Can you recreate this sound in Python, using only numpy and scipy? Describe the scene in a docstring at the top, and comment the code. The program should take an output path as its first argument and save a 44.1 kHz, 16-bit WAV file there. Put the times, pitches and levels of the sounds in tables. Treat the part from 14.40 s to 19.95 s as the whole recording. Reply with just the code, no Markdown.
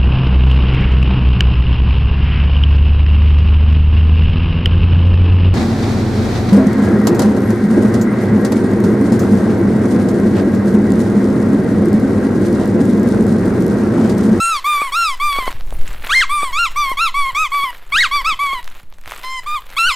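"""A bedroom, a clip-on microphone close to a plush dog toy that is squeezed again and again.
One reed squeaks on each squeeze, another as the bulb refills; air pressure sets pitch and loudness
together. The dented bulb pops back into shape and jolts the pitch. Fingers rustle the fur, hands bump,
a thin whistle sounds in a pause and a low buzz sometimes joins in. Puffs of air rumble at the
microphone, and behind the toy the soft room rings briefly."""
import sys
import numpy as np
from scipy import signal
from scipy.fft import rfft, irfft, next_fast_len
from scipy.io import wavfile
from scipy.ndimage import uniform_filter1d

SR = 44100
rng = np.random.default_rng(int(sys.argv[2]) if len(sys.argv) > 2 else 0)


def wav_out(sig):
    """Save sig, one row per channel (or a flat mono array), as 16-bit PCM at SR to the path in sys.argv[1]."""
    wavfile.write(sys.argv[1], SR, np.round(np.clip(np.atleast_2d(sig).T, -1, 1) * 32767).astype(np.int16))


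N = 244843
TIME = np.arange(N) / SR
EDGE_HZ = 16000

# squeezes of the bulb (start [s], length [s], rise [s], fall [s], held pitch [Hz], late push [Hz],
# arch sharpness [-], gain [dB], swell from start to end [dB], then the grip: harmonic 2 [dB],
# harmonic 4 [dB], harmonic 8 [dB], harmonics 11 and up [dB], band centre [Hz], band gain [dB])
SQUEEZES = [(-.03, .23, 0.054, 0.12, 1354, 6.5, 0.46, 0.5, -1.5, -4, 3, 9.5, 3, 5450, -4.5),
            (0.521, 0.23, 0.055, 0.13, 1383, -13.5, 2, 0, 1, -2, 3, 6, 8, 4200, -7),
            (1.693, 0.16, 0.064, 0.055, 2075, 21, 3.24, 0.5, 1, -0.5, 3.5, 3, -3, 5100, -13),
            (2.128, .16, 0.073, 0.041, 1397, -52, 5.4, -1, 2.5, 0.5, 3, 1.5, 7, 4400, -3),
            (2.571, 0.13, 0.05, 0.051, 1364, -24.5, 2.46, 0.5, 1.5, 1.5, 1.5, 5, 6, 7970, -31),
            (2.948, 0.13, 0.06, .06, 1276, 7.5, 0.65, 0.5, -1, 2.1, 2, 4.5, 9, 3970, -25),
            (3.522, .155, 0.081, .068, 1961, 295.5, 4.3, 0.5, 0.5, 4, 2.5, 1, 2, 4300, -2),
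            (3.846, 0.1, 0.036, 0.067, 1328, 5, 0.96, 0.6, 0, 0.5, 5, -1, 4, 4070, -24),
            (5.061, .133, 0.013, 0.048, 1201, 30, 1.45, -2.5, 5.5, -6.5, -5, -1, 6, 6200, -26),
            (5.367, .19, 0.022, 0.081, 1340, 153.5, 6.6, -0.5, 1, 3, 4.5, 5, 11, 7500, -4)]
# refills of the bulb (start [s], length [s], rise [s], fall [s], top pitch [Hz], sag [Hz], gain [dB],
# swell from start to end [dB], then the same six grip columns)
REFILLS = [(0.243, 0.26, 0.043, 0.041, 1206, 103, -1, -3.5, -2.3, -3.5, -1.5, 5, 7040, 7),
           (0.799, 0.3, 0.046, 0.13, 1194, 86.2, -1.75, -0.5, 0, 1.5, -2, 4.5, 3810, -23),
           (1.894, 0.22, 0.046, 0.059, 1194, 92, -2, -1.5, -3.5, -3.3, 5.5, -3.5, 6100, -12),
           (2.359, .18, 0.028, 0.034, 1192, 138, 0.2, 2.5, -2.5, -1.5, -4.5, 3, 5865, 18.5),
           (2.742, 0.17, 0.036, 0.014, 1147, 94, 1.1, 1.3, -1, -1, -7, 0, 5120, -40),
           (3.118, 0.19, 0.033, .068, 1153, 55.8, 1, .7, -2, -5.5, -5.5, 1.5, 3950, -12),
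           (3.712, 0.11, .043, 0.024, 1169, 67, 0, -1, -0.8, 3.5, -7.5, -4, 4170, -22),
           (3.991, .21, 0.029, 0.063, 1153, 90, 0, -0.5, -1, -2.5, -3, -3, 5500, -26)]
# low notes under a gentle press or a hard squeeze
# (start [s], length [s], top pitch [Hz], level [dB], overtone gain [dB])
BUZZES = [(1.759, 0.057, 1062, -37, 24.5), (4.838, .161, 1044, -26, 5), (5.508, .07, 1040, -27.5, 9.5)]
# more pressure makes a reed both higher and louder (pitch [Hz], level of the fundamental [dB])
SQUEEZE_LOUDNESS = [(980, -30), (1110, -18), (1230, -14.5), (1380, -11.5), (2100, -9)]
REFILL_LOUDNESS = [(950, -26), (1020, -22.5), (1110, -15.5), (1220, -11.5)]
# reed overtones against the fundamental (frequency [Hz], gain [dB])
SQUEEZE_COLOUR = [(2000.0, -3.5), (2800.0, -5.5), (3600.0, -9.5), (4600.0, -16.0), (5600.0, -26.5),
                  (6700.0, -24), (8000.0, -26), (9400.0, -29.5), (10900.0, -35.5), (12500.0, -40),
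                  (14000.0, -45), (16000.0, -50)]
REFILL_COLOUR = [(2000, -3), (2800, -6.5), (3600, -13), (4600, -19), (5600, -30), (6700, -35.5),
                 (8000, -25), (9400, -23), (10900, -32.5), (12500, -31), (14000, -37), (16000, -45)]
BUZZ_COLOUR = [(2080, -7.5), (3100, -13.5), (4150, -16), (5200, -19.5), (6250, -24), (7300, -24.5),
               (9400, -27.5), (10500, -28), (15000, -45)]
# spectra of air in the reed, rubbed fur, snapping fibres, air at the microphone and room tone
# (frequency [Hz], relative level [dB])
AIR_COLOUR = [(400, -11), (1000, -3), (2200, -12), (4000, -4.5), (8000, -12), (11000, -18), (16000, -23)]
RUB_COLOUR = [(88, -31), (150, -11.5), (309, -4), (1310, 3), (2140, 1.5), (3620, -3.5), (4080, -6),
              (7040, -24.5), (12400, -12), (14800, -13.5), (16000, -40)]
SNAP_COLOUR = [(1500, -11), (4000, -11), (8000, -13), (13000, 2), (16000, -6)]
DRAUGHT_COLOUR = [(8, 15.5), (20, -0.5), (35, -8), (50, -11), (70, -22.5), (120, -25.5), (250, -36),
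                  (600, -37), (2000, -59)]
HUSH_COLOUR = [(60, 0), (130, -1), (300, -12), (950, -13), (3000, -45), (7000, -37), (16000, -49)]
# fur rubbed as the toy is turned and gripped anew (time [s], level [dB])
RUBBING = [(0, -40.5), (.8, -45), (1.08, -34), (1.24, -54), (1.5, -37.5), (1.59, -43), (1.66, -31.5),
           (1.8, -47), (3.5, -46), (4.39, -45.5), (4.47, -58.5), (4.63, -57.5), (4.68, -36.5),
           (4.85, -36.5), (5.01, -53), (5.25, -48.5), (5.32, -38), (5.55, -45)]
# moving air at the microphone (time [s], level [dB])
DRAUGHT = [(0, -28.5), (.3, -32.5), (.7, -27.5), (1.05, -19.5), (1.37, -11), (1.65, -16), (1.9, -22),
           (2.7, -23.5), (3.4, -33), (3.55, -20.5), (3.75, -21.5), (4.4, -28.5), (5.3, -29.5),
           (5.55, -24.5)]
# the bedroom's ring (frequency [Hz], time to fade by 60 dB [s])
ROOM_T60 = [(300, 0.61), (1200, 0.23), (3000, 0.34), (8000, 0.25), (15000, 0.14)]
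# tone of its reflections (frequency [Hz], relative level [dB])
ROOM_COLOUR = [(300, -10.5), (1200, -3.5), (3000, -4), (8000, 4.5), (15000, -31)]
# the bulb pops back (time [s], peak [dB], pitch [Hz], jolt to the refill reed [Hz])
POPS = [(.4185, -12.5, 630, 96.5), (0.9874, -10.5, 610, 79), (1.079, -8, 640, 131), (1.326, -18.5, 540, 0),
        (2.032, -14, 584, 88.5), (2.5174, -16.5, 540, 82), (2.885, -46, 129, 27), (3.237, -33.5, 228, 54.5),
        (4.1329, -21.5, 646, 66.5)]
# fabric and plastic crackle under the fingers (time [s], peak [dB], brightness [Hz])
CRACKLES = [(.6123, -20, 3000), (.929, -14, 3730), (1.1276, -17, 1890), (1.2095, -18.5, 2480),
            (1.3067, -22, 2200), (1.414, -21, 2400), (1.4772, -17, 3700), (2.3156, -22, 3700),
            (3.146, -15, 1980), (3.369, -40, 8900), (4.0357, -18.5, 2100), (4.2293, -21, 3500),
            (4.244, -23.5, 6340), (4.2775, -16, 3350), (4.351, -27, 2600), (4.399, -33, 2620),
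            (4.5255, -26.5, 2380), (4.5389, -34, 7300), (4.614, -34, 5960), (4.638, -29.5, 3000),
            (4.585, -31, 2300), (4.659, -21, 3700), (4.6769, -13.5, 1500), (4.704, -23, 11100),
            (4.711, -16, 4500), (4.7205, -14, 2000), (4.738, -21, 3000), (4.764, -20, 3100),
            (4.8344, -19, 5300), (5.277, -36, 2400), (5.3026, -25, 2600), (5.326, -25, 3000)]
# soft bumps of hands, toy and bedding (time [s], envelope peak [dB], pitch [Hz])
BUMPS = [(1.102, -28, 300), (1.148, -27, 90), (1.233, -35, 60), (1.343, -26, 81), (1.387, -26, 91.5),
         (1.489, -31, 100), (2.93, -35, 97), (3.545, -31, 69), (3.552, -31, 282), (3.925, -31, 284),
         (4.434, -37.5, 127), (4.668, -36, 75), (5.462, -41, 55)]
# a thin whistle while the bulb rests (time [s], level [dB])
WHISTLE = [(1.31, -76), (1.34, -46), (1.43, -88), (1.62, -53), (1.68, -54)]
# the whistle and a faint band of hiss above it (centre [Hz], width [Hz], relative level [dB])
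WHISTLE_BANDS = [(9690, 150, 9), (15300, 500, 0)]


def amp(db):
    """Decibels to gain."""
    return 10 ** (np.asarray(db) / 20)


def unit(x):
    """Scales to rms 1."""
    return x / np.sqrt(np.mean(x ** 2) + 1e-20)


def at_hz(points, hz):
    """Reads a curve on a log-frequency axis."""
    f, value = np.transpose(points)
    return np.interp(np.log(hz + 1), np.log(f + 1), value)


def level(curve, t=TIME):
    """Gain at times t from rows (time [s], level [dB])."""
    return amp(np.interp(t, *np.transpose(curve)))


def add(mix, start, sound):
    """Mixes a sound in at a start time in seconds."""
    part = mix[max(round(start * SR), 0):][:len(sound)]
    part += sound[:len(part)]


def coloured(x, colour):
    """Filters x by a spectrum, at rms 1."""
    size = next_fast_len(N, True)
    gain = amp(at_hz(colour, np.fft.rfftfreq(size, 1 / SR)))
    return unit(irfft(rfft(x, size) * gain, size)[:N])


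def wander(t, rate_hz):
    """Random drift of about unit size."""
    return np.interp(t * rate_hz, np.arange(2048), rng.standard_normal(2048), period=2048)


def span(start, length):
    """The sample times of an event, with a short margin."""
    return TIME[(TIME > start - .0015) & (TIME < start + length + .004)]


def ramp(t, start, length):
    """Goes from 0 to 1 over the given time."""
    return np.clip((t - start) / max(length, 1 / SR), 0, 1)


def bell(u, sharpness):
    """Falls from 1 at u = 0 to 0 at u = 1, with a round top."""
    return (1 - u ** 2) / (1 + sharpness * u ** 2)


def ticks(per_s, decay_s=.00055, spread_db=3):
    """Tiny noise bursts at random times, a few louder than the rest."""
    sizes = amp(spread_db * np.minimum(rng.exponential(1, N), 3))
    kicks = sizes * (rng.random(N) < per_s / SR)
    envelope = signal.lfilter([1], [1, -np.exp(-1 / (SR * decay_s))], kicks + 1e-12)
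    return envelope * rng.standard_normal(N)


def reed(t, hz, db, grip, colour, air, attack, release, jitter, shimmer_db, rush_db=-30.5, roughness=0):
    """A reed chops the airflow into harmonics; the air rushes through it in puffs, once a cycle."""
    *harmonic_db, band_hz, band_db = grip
    registers_hz, band_half_width_hz = [1650, 1900, 2130], 133
    # with roughness set, the squeak sounds rough at its highest pitches and as its pitch falls
    high = np.clip((hz - 1400) / 250, 0, 1)
    glide = uniform_filter1d(np.gradient(np.log(hz)), size=400) * SR
    falling = np.clip(-glide / 4, 0, 1)
    rough = roughness * np.maximum(falling, .51 * high)
    # a high pitch is drawn up to halfway toward the nearest register, above or below it
    register = abs(hz[:, None] - registers_hz).argmin(axis=1)
    hz = hz + .5 * high * (np.take(registers_hz, register) - hz)
    hz = hz * (1 + jitter * (1 + 2 * rough) * wander(t, 700) + .0017 * wander(t, 60))
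    phase = 2 * np.pi * np.cumsum(hz) / SR
    tone = np.sin(phase) * amp(.21 * wander(t, 170))
    for k in range(2, 17):
        grip_db = np.interp(k, [2, 4, 8, 11], harmonic_db)
        grip_db = grip_db + band_db / (1 + ((k * hz - band_hz) / band_half_width_hz) ** 2)
        # every register has its own mix of overtones
        register_mix = rng.standard_normal(len(registers_hz))[register]
        register_db = 3 * high * uniform_filter1d(register_mix, size=40)
        # fingers and stuffing shade each overtone differently as they move
        shade_db = shimmer_db * min(np.log(k), 1.5) * (wander(t, 22) + .4 * wander(t, 250))
        smear = .2 * rough * np.log(k)
        partial = np.sin(k * phase + smear * wander(t, 600))
        partial *= (1 + smear * wander(t, 450)) / np.hypot(1, smear)
        partial_db = at_hz(colour, k * hz) + grip_db + register_db + shade_db - .5 * falling
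        tone += amp(partial_db) * partial * (k * hz < EDGE_HZ)
    puffs = (1 + .5 * np.cos(phase)) * air[round(t[0] * SR):][:len(t)]
    rush = amp(rush_db - rough + 3 * high) * puffs
    gate = ramp(t, t[0], attack) * np.clip((t[-1] - t) / release, 0, 1)
    return t[0], amp(db) * gate * (tone + rush)


def squeeze(air, start, length, rise, fall, held_hz, push_hz, sharpness, db, swell_db, *grip):
    """The hand builds pressure, holds it and lets it collapse; pitch and loudness follow."""
    onset_hz, stall_hz = 1080, 993
    t, release_at = span(start, length), start + length - fall
    hz = held_hz + push_hz * ramp(t, start + rise, length - rise - fall) ** 3
    hz = onset_hz + (hz - onset_hz) * bell(1 - ramp(t, start, rise), sharpness)
    hz = stall_hz + (hz - stall_hz) * bell(ramp(t, release_at, fall), sharpness)
    loud_db = at_hz(SQUEEZE_LOUDNESS, hz) + db + swell_db * (ramp(t, start, length) - .5)
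    return reed(t, hz, loud_db, grip, SQUEEZE_COLOUR, air,
                attack=.0035, release=.0053, jitter=.0032, shimmer_db=2.5, roughness=1)


def squeaker():
    """Air leaves through one reed and returns through the other; a low buzz sometimes joins in."""
    out, air = np.zeros(N), coloured(rng.standard_normal(N), AIR_COLOUR)
    for stroke, rows in (squeeze, SQUEEZES), (refill, REFILLS), (buzz, BUZZES):
        for row in rows:
            add(out, *stroke(air, *row))
    return out


def rubbing():
    """How hard the fur is rubbed: slow handling plus one swell with every stroke."""
    t = TIME[::64]
    power = level(RUBBING, t) ** 2
    for rows, centre, width, db in (SQUEEZES, .3, .4, -41), (REFILLS, .55, .38, -39):
        for start, length, *_ in rows:
            progress = (t - start) / length
            power += amp(db) ** 2 * np.exp(-((progress - centre) / width) ** 2)
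    return np.interp(TIME, t, np.sqrt(power))


def fur():
    """Close up, fibres slip in clumps of small ticks over a soft hiss; a few snap with a high fizz."""
    rub = coloured(unit(ticks(per_s=650)) + amp(-5) * rng.standard_normal(N), RUB_COLOUR)
    fizz = coloured(ticks(per_s=80), [(2000, -41), (7000, 9), (12000, -2), (16000, -12)])
    clumps = amp(3 * wander(TIME, 90))
    return rubbing() * clumps * (rub + amp(-14) * fizz)


def snaps():
    """Single fibres snap with faint, sharp ticks throughout."""
    return amp(-58) * coloured(ticks(per_s=41, decay_s=.00056), SNAP_COLOUR)


def draught():
    """Slow lumps of moving air rumble right at the microphone."""
    rumble = coloured(rng.standard_normal(N), DRAUGHT_COLOUR)
    return level(DRAUGHT) * rumble * signal.windows.tukey(N, .015)


def room_tone():
    """The steady hush of the bedroom."""
    return amp(-59.5) * coloured(rng.standard_normal(N), HUSH_COLOUR)


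def room(x, wet_db):
    """Sparse reflections reach the microphone from 4 ms on, each band dying at its own speed."""
    count, reflections_per_s = SR // 2, 3000
    taps = rng.standard_normal(count) * (rng.random(count) < reflections_per_s / SR)
    taps *= TIME[:count] > .004
    hz, t, bands = signal.stft(taps, SR, nperseg=256)
    fade_db = at_hz(ROOM_COLOUR, hz)[:, None] - 60 * t / at_hz(ROOM_T60, hz)[:, None]
    tail = signal.istft(bands * amp(fade_db), SR, nperseg=256)[1]
    return amp(wet_db) * signal.fftconvolve(x, tail / np.linalg.norm(tail))[:N]


def refill(air, start, length, rise, fall, top_hz, sag_hz, db, swell_db, *grip):
    """The bulb sucks hardest at first, sags, is jolted when its dent pops out, and runs down."""
    onset_hz, stall_hz = 1076, 954
    jolt_delay_s, jolt_width_s = .0021, .009
    t, release_at = span(start, length), start + length - fall
    hz = top_hz - (top_hz - onset_hz) * (1 - ramp(t, start, rise)) ** 2
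    hz -= sag_hz * np.sin(np.pi / 2 * ramp(t, start + rise, length - rise - fall)) ** 2
    hz += (stall_hz - hz) * ramp(t, release_at, fall)
    for pop_at, _, _, jolt_hz in POPS:
        hz += jolt_hz * np.exp(-((t - pop_at - jolt_delay_s) / jolt_width_s) ** 2)
    loud_db = at_hz(REFILL_LOUDNESS, hz) + db + swell_db * (ramp(t, start, length) - .5)
    return reed(t, hz, loud_db, grip, REFILL_COLOUR, air,
                attack=.0037, release=.0083, jitter=.0022, shimmer_db=2.75)


def pops():
    """The bulb's wall snaps over in one push and pull."""
    out, t = np.zeros(N), np.arange(-.015, .015, 1 / SR)
    for pop_at, db, hz, _ in POPS:
        phase = 2 * np.pi * hz * t
        add(out, pop_at + t[0], -amp(db) * phase * np.exp((1 - phase ** 2) / 2))
    return out


def crackles(decay_s=.00017, tail_s=.0013, tail_db=-18):
    """Fabric and plastic give under the fingers: each a tiny broad burst with a short rasp after it."""
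    out, t = np.zeros(N), TIME[:900]
    envelope = np.exp(-t / decay_s) + amp(tail_db) * np.exp(-t / tail_s)
    for start, db, hz in CRACKLES:
        band = signal.butter(1, [hz / 3, min(hz * .7, EDGE_HZ)], "band", fs=SR)
        burst = signal.lfilter(*band, envelope * rng.standard_normal(len(t)))
        add(out, start, amp(db) * burst / abs(burst).max())
    return out


def bumps(cycles=.74):
    """Hands and toy bump on soft things: a heavily damped swing that starts softly."""
    out, t = np.zeros(N), TIME[:SR // 10]
    for start, db, hz in BUMPS:
        age = 2 * t * hz / cycles
        add(out, start, amp(db) * age * np.exp(1 - age) * np.sin(2 * np.pi * hz * t))
    return out


def whistle():
    """A thin whistle near 9.7 kHz, with a faint band of hiss near 15.3 kHz."""
    hz = np.fft.rfftfreq(N, 1 / SR)
    peaks = sum(amp(db) / (1 + (2 * (hz - centre) / width) ** 2) for centre, width, db in WHISTLE_BANDS)
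    narrow_noise = unit(irfft(rfft(rng.standard_normal(N)) * peaks, N))
    sounding = (TIME > WHISTLE[0][0]) & (TIME < WHISTLE[-1][0])
    return sounding * level(WHISTLE) * narrow_noise


def buzz(air, start, length, top_hz, db, bright_db):
    """A reed holds a low, nearly level note that droops as it stops."""
    arch_hz, droop_hz, droop_s = 21.1, 55, .01
    t = span(start, length)
    hz = top_hz - arch_hz * (1 - np.sin(np.pi * ramp(t, start, length)))
    hz -= droop_hz * np.exp((t - t[-1]) / droop_s)
    grip = (bright_db, bright_db, bright_db, 0, 0, 0)
    return reed(t, hz, db, grip, BUZZ_COLOUR, air,
                attack=.0048, release=.0065, jitter=.0026, shimmer_db=2.9, rush_db=-23.5)


def scene():
    """The toy up close, the bedroom behind it; one microphone feeds both channels."""
    toy = squeaker() + pops() + bumps() + crackles() + snaps() + fur() + whistle()
    mono = toy + room(toy, wet_db=-15) + draught() + room_tone()
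    return np.array([mono, mono])


def record(dry):
    """The recorder cuts off the top of the treble."""
    lowpass = signal.firwin(511, EDGE_HZ, window=("kaiser", 9), fs=SR)
    return signal.oaconvolve(dry, lowpass[None], "same")


dry = scene()
out = record(dry)
wav_out(out)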